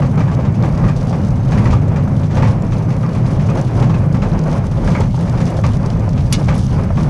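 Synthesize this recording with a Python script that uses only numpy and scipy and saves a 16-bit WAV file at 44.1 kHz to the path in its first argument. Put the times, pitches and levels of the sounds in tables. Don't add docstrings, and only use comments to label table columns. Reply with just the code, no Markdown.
import sys
import numpy as np
from scipy import signal
from scipy.fft import rfft, irfft
from scipy.io import wavfile
from scipy.ndimage import uniform_filter1d

SR = 44100
rng = np.random.default_rng(int(sys.argv[2]) if len(sys.argv) > 2 else 0)


def dump(signal):
    limited = np.clip(np.atleast_2d(signal).T, -1, 1)
    pcm = np.round(limited * 32767).astype(np.int16)
    wavfile.write(sys.argv[1], SR, pcm)


N = 312669

# [t/s, burst level/dB, thud over burst/dB]
STONE_BLOWS = [(0.019, -34, 10), (0.174, -34.5, 8), (0.2019, -33.5, 7), (0.2747, -38, 9.5),
               (0.3131, -36.5, 4), (0.388, -48, 6), (0.4497, -37, 4), (0.541, -39, -6), (0.633, -34.5, 9),
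               (0.773, -39, 9.5), (0.8388, -36, 10.5), (0.884, -33, 8), (1.1262, -35.5, 6.5),
               (1.518, -30.5, 4), (1.5735, -30.5, 6.5), (1.653, -31.5, 9), (1.7023, -30, -2),
               (1.726, -30.5, 10), (1.9583, -34, 6.5), (2.3083, -38, -3), (2.368, -29.5, 6.5),
               (2.422, -28.5, 9.5), (2.438, -35, 7), (2.4559, -36.5, 9), (2.482, -33.5, 3.5),
               (2.4977, -46, 1), (2.72, -34.5, 4), (2.9015, -36, -4), (3.028, -44, 16.5), (3.147, -39, 7),
               (3.3944, -37, 4), (3.4863, -36.5, 11), (3.6657, -39, -6), (3.8213, -29, 3),
               (3.8937, -33, 6.5), (3.94, -35, 7.5), (4.142, -33, 6), (4.2191, -31, 7.5), (4.375, -41, -13),
               (4.5262, -38, -16), (4.706, -51, 15), (4.873, -30.5, 2), (4.915, -34, -29), (4.948, -34, 14),
               (5.005, -31.5, 6), (5.275, -38, 6), (5.3728, -34, 1), (5.4025, -32, 1), (5.6369, -27.5, 5),
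               (6.176, -36.5, -15), (6.327, -32, 1.5), (6.4823, -26, 6), (6.5, -45, 13.5), (6.542, -38, 3),
               (6.783, -46, 14), (6.97, -34, 8.5)]
# [f/Hz, relative level/dB, time to fall 60 dB t/s]
PAN_MODES = [(2170, -7, 0.14), (2490, -12, .12), (2890, -2.5, 0.15), (3400, -10, 0.11), (4000, -17, 0.13),
             (4400, -12.5, .1), (4570, -16, .13), (4690, 1, 0.058), (4900, -6, 0.14), (5330, -16, .1),
             (5600, -3, 0.072), (6240, 2, 0.067), (7100, -6, .06), (10300, -15, .045)]


def frame():
    # [f/Hz, width of the narrower filter/Hz, relative level/dB]
    resonances = [(38, 20, -9), (68.3, 29, -8.5), (101.2, 30, -1.5), (127.8, 33, 0.5), (157.6, 34, -2.5),
                  (200.6, 31, -8.5), (244.6, 20.4, -13.5)]
    # [t/s, level/dB]
    deep_gain = [(0, -5), (.8, -0.5), (1.6, 0), (2.5, 1), (3.1, -3.5), (3.7, -4.5), (4.3, 0), (4.8, 5),
                 (5.3, -1), (6.2, 3.5), (7.09, 4)]
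    deep_db = np.interp(np.arange(N) / SR, *np.transpose(deep_gain))
    rumble = 0
    for hz, width, db in resonances:
        bumps = rng.standard_normal(N)
        mode = unit(band(band(bumps, hz, width), hz, 2 * width))
        mode_db = db + (hz < 80) * deep_db + 1.6 * walk(rate=18)
        rumble = rumble + undb(mode_db) * mode
    rumble = unit(rumble)
    limiter_share, limiter_s = 0.42, 0.045
    k = int(limiter_s * SR)
    swell_power = uniform_filter1d(uniform_filter1d(rumble ** 2, k), k) + 0.053
    return unit(rumble / swell_power ** (limiter_share / 2))


def jolts():
    gain_over_knock_db, t60_s = 30.5, 0.27
    s, db, _ = np.transpose(STONE_BLOWS)
    decay = undb(-60 / (t60_s * SR))
    shake = signal.lfilter([1], [1, -decay], spikes(s, db + gain_over_knock_db))
    return np.sqrt(1 + uniform_filter1d(shake, 300) ** 2)


def gravel(coarse_db, grit_db):
    # [f/Hz, relative level/dB]
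    coarse_colour = [(160, -27), (280, -1.5), (323, -4), (481, -6), (543, -3), (595, -6.5), (1140, -12.5),
                     (1860, -22.5), (2330, -23.5), (3200, -36), (4160, -60), (7040, -120)]
    # [f/Hz, relative level/dB]
    grit_colour = [(1650, -34.5), (2800, -1.5), (4080, -4.5), (6300, -1.5), (6950, -8), (10600, -7.5),
                   (11900, -38), (13500, -18.5), (14900, -35)]
    tyre_hz, tyre_width_hz, tyre_db = 552, 108, -14
    surge = walk(rate=21.94)

    stones = crunch(per_s=320, spread_db=3.5, tail_s=0.013, bed=0.49)
    roll = rng.standard_normal(N)
    edge = signal.lfilter(*signal.butter(2, 450, "high", fs=SR), stones - roll)
    tyre_air = undb(tyre_db) * unit(band(roll, tyre_hz, tyre_width_hz))
    coarse = colour(roll + edge, coarse_colour) + tyre_air

    grit = 0
    for hz, width in [(3300, 1600), (5800, 6200), (10000, 6600)]:
        grains = crunch(per_s=410, spread_db=3.0, tail_s=0.0012, bed=0.51) + 0.2 * stones
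        grit = grit + undb(1.6 * walk(rate=35)) * band(grains, hz, width)
    grit = grit * spills(per_s=37, tail_s=0.01, depth=6.9)
    grit = unit(colour(grit, grit_colour))

    far = undb(-55) * unit(band(rng.standard_normal(N), 5000, 5800))
    return undb(coarse_db + 1.8 * surge) * coarse + undb(grit_db + 0.5 * surge) * grit + far


def crunch(per_s, spread_db, tail_s, bed):
    when, size = rng.random((int(per_s * N / SR), 2)).T
    slips = spikes(when * (N - 1) / SR, -2 * spread_db * np.log(1 - size).clip(-4.5, 0))
    power = signal.lfilter([1], [1, -np.exp(-1 / (tail_s * SR))], slips)
    return unit(np.sqrt(power / power.mean() + bed) * rng.standard_normal(N))


def spills(per_s, tail_s, depth):
    when, size = rng.random((int(per_s * N / SR), 2)).T
    breaks = spikes(when * (N - 1) / SR, -12 * size)
    jumps = signal.lfilter([1], [1, -np.exp(-1 / (tail_s * SR))], breaks)
    return np.sqrt(1 + depth * uniform_filter1d(jumps, 40))


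def knocks():
    # [f/Hz, relative level/dB]
    burst_colour = [(1200, -7.5), (1800, -6), (2350, -4.5), (3000, -8.5), (4000, -10), (6300, -10.5),
                    (7200, -14.5), (10500, -26.5), (14900, -46)]
    # [f/Hz, width of the narrower filter/Hz, relative level/dB]
    body = [(523, 130, 0), (869, 205, 2), (1123, 95, -1.5), (1594, 150, -8), (2008, 170, -9.5),
            (2340, 220, -10.5)]
    hold_s, t60_s, rise_s = 0.0094, 0.22, 0.0025
    blow_db, blow_t60_s = 2.5, 0.019
    pitch_share, spread_db = 0.06, 3
    out, t = np.zeros(N + SR), np.arange(SR // 3) / SR
    grind = undb(-60 * np.maximum(t - hold_s, 0) / t60_s)
    fade = (grind + undb(blow_db - 60 * t / blow_t60_s)) * np.minimum(t / rise_s, 1)
    small = [(s, -39 + 1.5 * a, 1 + 5 * b) for s, a, b in strays(per_s=1)]
    for s, db, thud_db in small + STONE_BLOWS:
        noise = rng.standard_normal((3, len(t)))
        grain = undb(1.24 * unit(uniform_filter1d(noise[2], 90)))

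        burst = colour(noise[0], burst_colour)
        low = signal.lfilter(*signal.butter(2, 3100, fs=SR), burst)
        bright_db = -2.5 - 0.13 * thud_db
        burst = grain * (low + undb(bright_db) * (burst - low))

        thud = 0
        for hz, width, mode_db in body:
            a, b = rng.uniform(-1.24, 1, 2)
            struck_hz = hz * (1 + pitch_share * a)
            mode = unit(band(band(noise[1], struck_hz, width), struck_hz, 2 * width))
            thud = thud + undb(mode_db + spread_db * b) * mode
        thud = undb(thud_db) * grain * unit(thud)

        i = int(s * SR)
        out[i:i + len(t)] += undb(db) * fade * (burst + thud)
    return out[:N]


def thumps():
    # [t/s, level/dB, starting f/Hz]
    lumps = [(.196, -15, 950), (0.388, -12.5, 565), (1.721, -15, 460), (1.819, -14.5, 500),
             (2.296, -21, 690), (2.371, -20, 518), (4.318, -20, 530), (4.481, -13.5, 600),
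             (4.632, -33, 525), (4.779, -18, 620), (4.8755, -14, 1670), (4.883, -14, 576),
             (4.998, -12, 430), (5.588, -14, 574), (6.078, -18.5, 560), (6.472, -22, 660),
             (6.486, -21, 940), (6.903, -15, 620), (6.971, -14, 815)]
    sag_per_s, rise_s = 7.4, 0.0024
    cycles_to_60_db, scrape_db = 34, -4
    out, t = np.zeros(N + SR), np.arange(SR // 8) / SR
    small = [(s, -24 + 3 * a, 720 * (1 + 0.345 * b)) for s, a, b in strays(per_s=7)]
    for s, db, hz in small + lumps:
        scrape = unit(band(band(rng.standard_normal(len(t)), hz, 400), hz, 640))
        tone = np.sin(2 * np.pi * hz * t * (1 - sag_per_s * t / 2))
        fade = undb(db - 60 * t * hz / cycles_to_60_db) * np.minimum(t / rise_s, 1)
        i = int(s * SR)
        out[i:i + len(t)] += (tone + undb(scrape_db) * scrape) * fade
    return out[:N]


def ticks():
    # [t/s, level/dB, f/Hz]
    grains = [(0.625, -26, 4910), (0.776, -30, 5000), (0.816, -39, 6200), (0.91, -37, 5940),
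              (1.286, -32, 6500), (1.6, -35, 6380), (1.9714, -33, 6600), (2.622, -29, 6415),
              (2.768, -30, 3800), (3.265, -28, 5080), (3.613, -26, 6545), (4.062, -40, 8640),
              (4.1265, -30, 5360), (4.391, -25, 6130), (4.5286, -28, 4900), (4.668, -29, 6130),
              (5.005, -23, 6430), (5.149, -38, 7000), (5.258, -44, 6940), (5.274, -35, 5500),
              (5.2964, -26, 5900), (5.455, -22, 5700), (5.502, -29, 8000), (5.543, -35, 5500),
              (5.6096, -40, 6140), (5.6641, -19.5, 5200), (5.734, -26, 5600), (5.7695, -29, 5680),
              (5.861, -25, 5500), (5.902, -22, 4240), (6.0916, -24.5, 6100), (6.4294, -31, 5000),
              (6.457, -31, 5800), (6.579, -24, 5600), (6.666, -26, 6100), (6.847, -36, 8500)]
    t60_s, rise_s = 0.013, 0.00062
    out, t = np.zeros(N + SR), np.arange(SR // 50) / SR
    small = [(s, -34.5 + 3.5 * a, 5200 * (1 + 0.25 * b)) for s, a, b in strays(per_s=9)]
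    for s, db, hz in small + grains:
        noise = rng.standard_normal(len(t))
        click = unit(band(band(noise, hz, 0.5 * hz), hz, 0.94 * hz))
        fade = undb(db - 60 * t / t60_s) * np.minimum(t / rise_s, 1)
        i = int(s * SR)
        out[i:i + len(t)] += click * fade
    return out[:N]


def clack():
    # [t/s, level/dB]
    hits = [(6.326, -5.5)]
    # [f/Hz, relative level/dB]
    dense_modes = [(530, -33), (900, -15), (1140, -10), (1310, -13), (2250, -7), (2910, -9), (3640, -5.5),
                   (5680, -4), (7710, -3), (10600, 4), (14900, -41)]
    out, t = np.zeros(N + SR), np.arange(SR // 3) / SR
    for s, db in hits:
        modes = 0
        for hz, mode_db, t60 in PAN_MODES:
            flutter_db = 4.0 * unit(uniform_filter1d(rng.standard_normal(len(t)), 160))
            fade = undb(mode_db - 14.0 - 60 * t / t60 + flutter_db)
            modes = modes + fade * np.sin(2 * np.pi * hz * t)

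        hiss = colour(rng.standard_normal(len(t)), dense_modes)
        low = signal.filtfilt(*signal.butter(3, 6900, fs=SR), hiss)
        slow = undb(-60 * np.maximum(t - 0.022, 0) / 0.08) + undb(-14 - 60 * t / 0.14)
        quick = undb(-60 * np.maximum(t - 0.006, 0) / 0.027) + undb(-25 - 60 * t / 0.16)
        wash = undb(-10.0) * (slow * low + quick * (hiss - low))
        crack = undb(-5 - 60 * t / 0.0074) * hiss
        i = int(s * SR)
        out[i:i + len(t)] += undb(db) * (modes + wash + crack)
    return out[:N]


def pings(grit_db):
    out = 0
    for hz, db, t60 in PAN_MODES:
        when, size = rng.random((60, 2)).T
        taps = spikes(when * (N - 1) / SR, -9 * size)
        out = out + undb(0.5 * db) * ring(taps, hz, 0.83 * t60)
    return undb(grit_db) * out


def clinks():
    # [t/s, level before filtering/dB]
    snap_blows = [(6.5525, -37), (6.5794, -38), (6.651, -47)]
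    # [f/Hz, gain/dB, time to fall 60 dB t/s]
    snap_modes = [(9750, 12, 0.022), (14300, -11, .025)]
    blows = band(spikes(*np.transpose(snap_blows)), 11000, 6000)
    return sum(undb(db) * ring(blows, hz, t60) for hz, db, t60 in snap_modes)


def undb(db):
    return 10 ** (np.asarray(db) / 20)


def unit(x):
    return x / np.sqrt(np.mean(x ** 2))


def colour(x, table):
    hz, db = np.transpose(table)
    size = 2 ** 11
    grid_hz = np.arange(size + 1) * SR / 2 / size
    outline_db = np.interp(np.log(grid_hz + 1), np.log(hz), db)
    cepstrum = irfft(np.log(undb(outline_db)))
    cepstrum[1:size] *= 2
    cepstrum[size + 1:] = 0
    response = irfft(np.exp(rfft(cepstrum)))[:size]
    return signal.fftconvolve(x, response / np.linalg.norm(response))[:len(x)]


def ring(x, hz, t60):
    pole = np.exp(2j * np.pi * hz / SR - np.log(1000) / (t60 * SR))
    return signal.lfilter([1], [1, -pole], x).imag


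def band(x, hz, width):
    return signal.lfilter(*signal.iirpeak(hz, hz / width, fs=SR), x)


def walk(rate):
    k = int(SR / rate)
    held = np.repeat(rng.standard_normal(N // k + 1), k)
    return unit(uniform_filter1d(uniform_filter1d(held, k), k)[:N])


def spikes(s, db):
    x = np.zeros(N)
    np.add.at(x, (np.asarray(s) * SR).astype(int), undb(db))
    return x


def strays(per_s):
    when, a, b = rng.random((int(per_s * N / SR), 3)).T
    return np.column_stack([when * (N - 1) / SR, 2 * a - 1, 2 * b - 1])


def humps(rows):
    t = np.arange(N) / SR
    return sum(db * np.cos(np.pi * np.clip((t - s) / length, -.5, .5)) ** 2 for s, length, db in rows)


def scene():
    # [t/s, rumble level/dB, coarse stone level/dB, fine grit level/dB]
    track = [(0, -10.5, -26.5, -43.5), (.5, -11, -29, -50.5), (1.0, -13, -29, -45),
             (1.35, -12, -28.5, -44.5), (1.9, -11, -28, -48.5), (2.3, -12, -28, -44.5),
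             (2.7, -14, -29.5, -48), (3.3, -10.5, -27, -43), (3.7, -11.5, -29, -46), (4.1, -11, -29.5, -47),
             (4.65, -14.5, -29, -45.5), (5.2, -12.5, -29.5, -42), (5.6, -13, -28.5, -42),
             (5.9, -12.5, -29, -44.5), (6.3, -13, -29.5, -44.5), (6.65, -13, -28.5, -39),
             (6.85, -13, -28, -45), (7.09, -11, -26.5, -40)]
    # [centre t/s, length t/s, level/dB]
    patches = [(0.0, 0.035, 10), (.65, 0.42, 2.5), (.86, 0.13, 6), (1.13, 0.33, 2), (1.6, 0.38, 4),
               (2.29, 0.12, -5), (2.43, 0.26, 4), (3.6, .08, 4), (3.79, 0.2, 5), (4.54, 0.11, 1.5),
               (4.92, 0.28, 4), (5.46, 0.41, 0.5), (6.77, 0.14, 2.5)]
    # [centre t/s, level/dB]
    dips = [(.41, -5.5), (.55, -7), (3.105, -9), (3.63, -9), (3.711, -8), (4.56, -5), (5.51, -8), (5.9, -5),
            (6.4, -4.5)]
    rumble_share, grit_share, dip_s = 0.46, 0.99, 0.059
    s, *columns = np.transpose(track)
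    rumble_db, coarse_db, grit_db = (np.interp(np.arange(N) / SR, s, c) for c in columns)
    patch_db = humps(patches)
    dip_db = humps([(at, dip_s, db) for at, db in dips])
    rumble_db = rumble_db + rumble_share * patch_db + dip_db
    grit_db = grit_db + grit_share * patch_db

    rumble = undb(rumble_db) * jolts() * frame()
    stones = gravel(coarse_db + patch_db, grit_db) + knocks() + thumps() + ticks()
    metal = pings(grit_db) + clack() + clinks()
    return (rumble + stones + metal)[None]


def record(dry):
    housing_hz, top_hz, drive = 11620, 15030, 0.89
    housing = signal.butter(6, housing_hz, fs=SR, output="sos")
    dull = 0.26 * dry + 0.67 * signal.sosfilt(housing, dry)
    rounded = np.tanh(drive * dull) / drive
    return signal.sosfilt(signal.ellip(8, .2, 70, top_hz, fs=SR, output="sos"), rounded)


dry = scene()
out = record(dry)
dump(out)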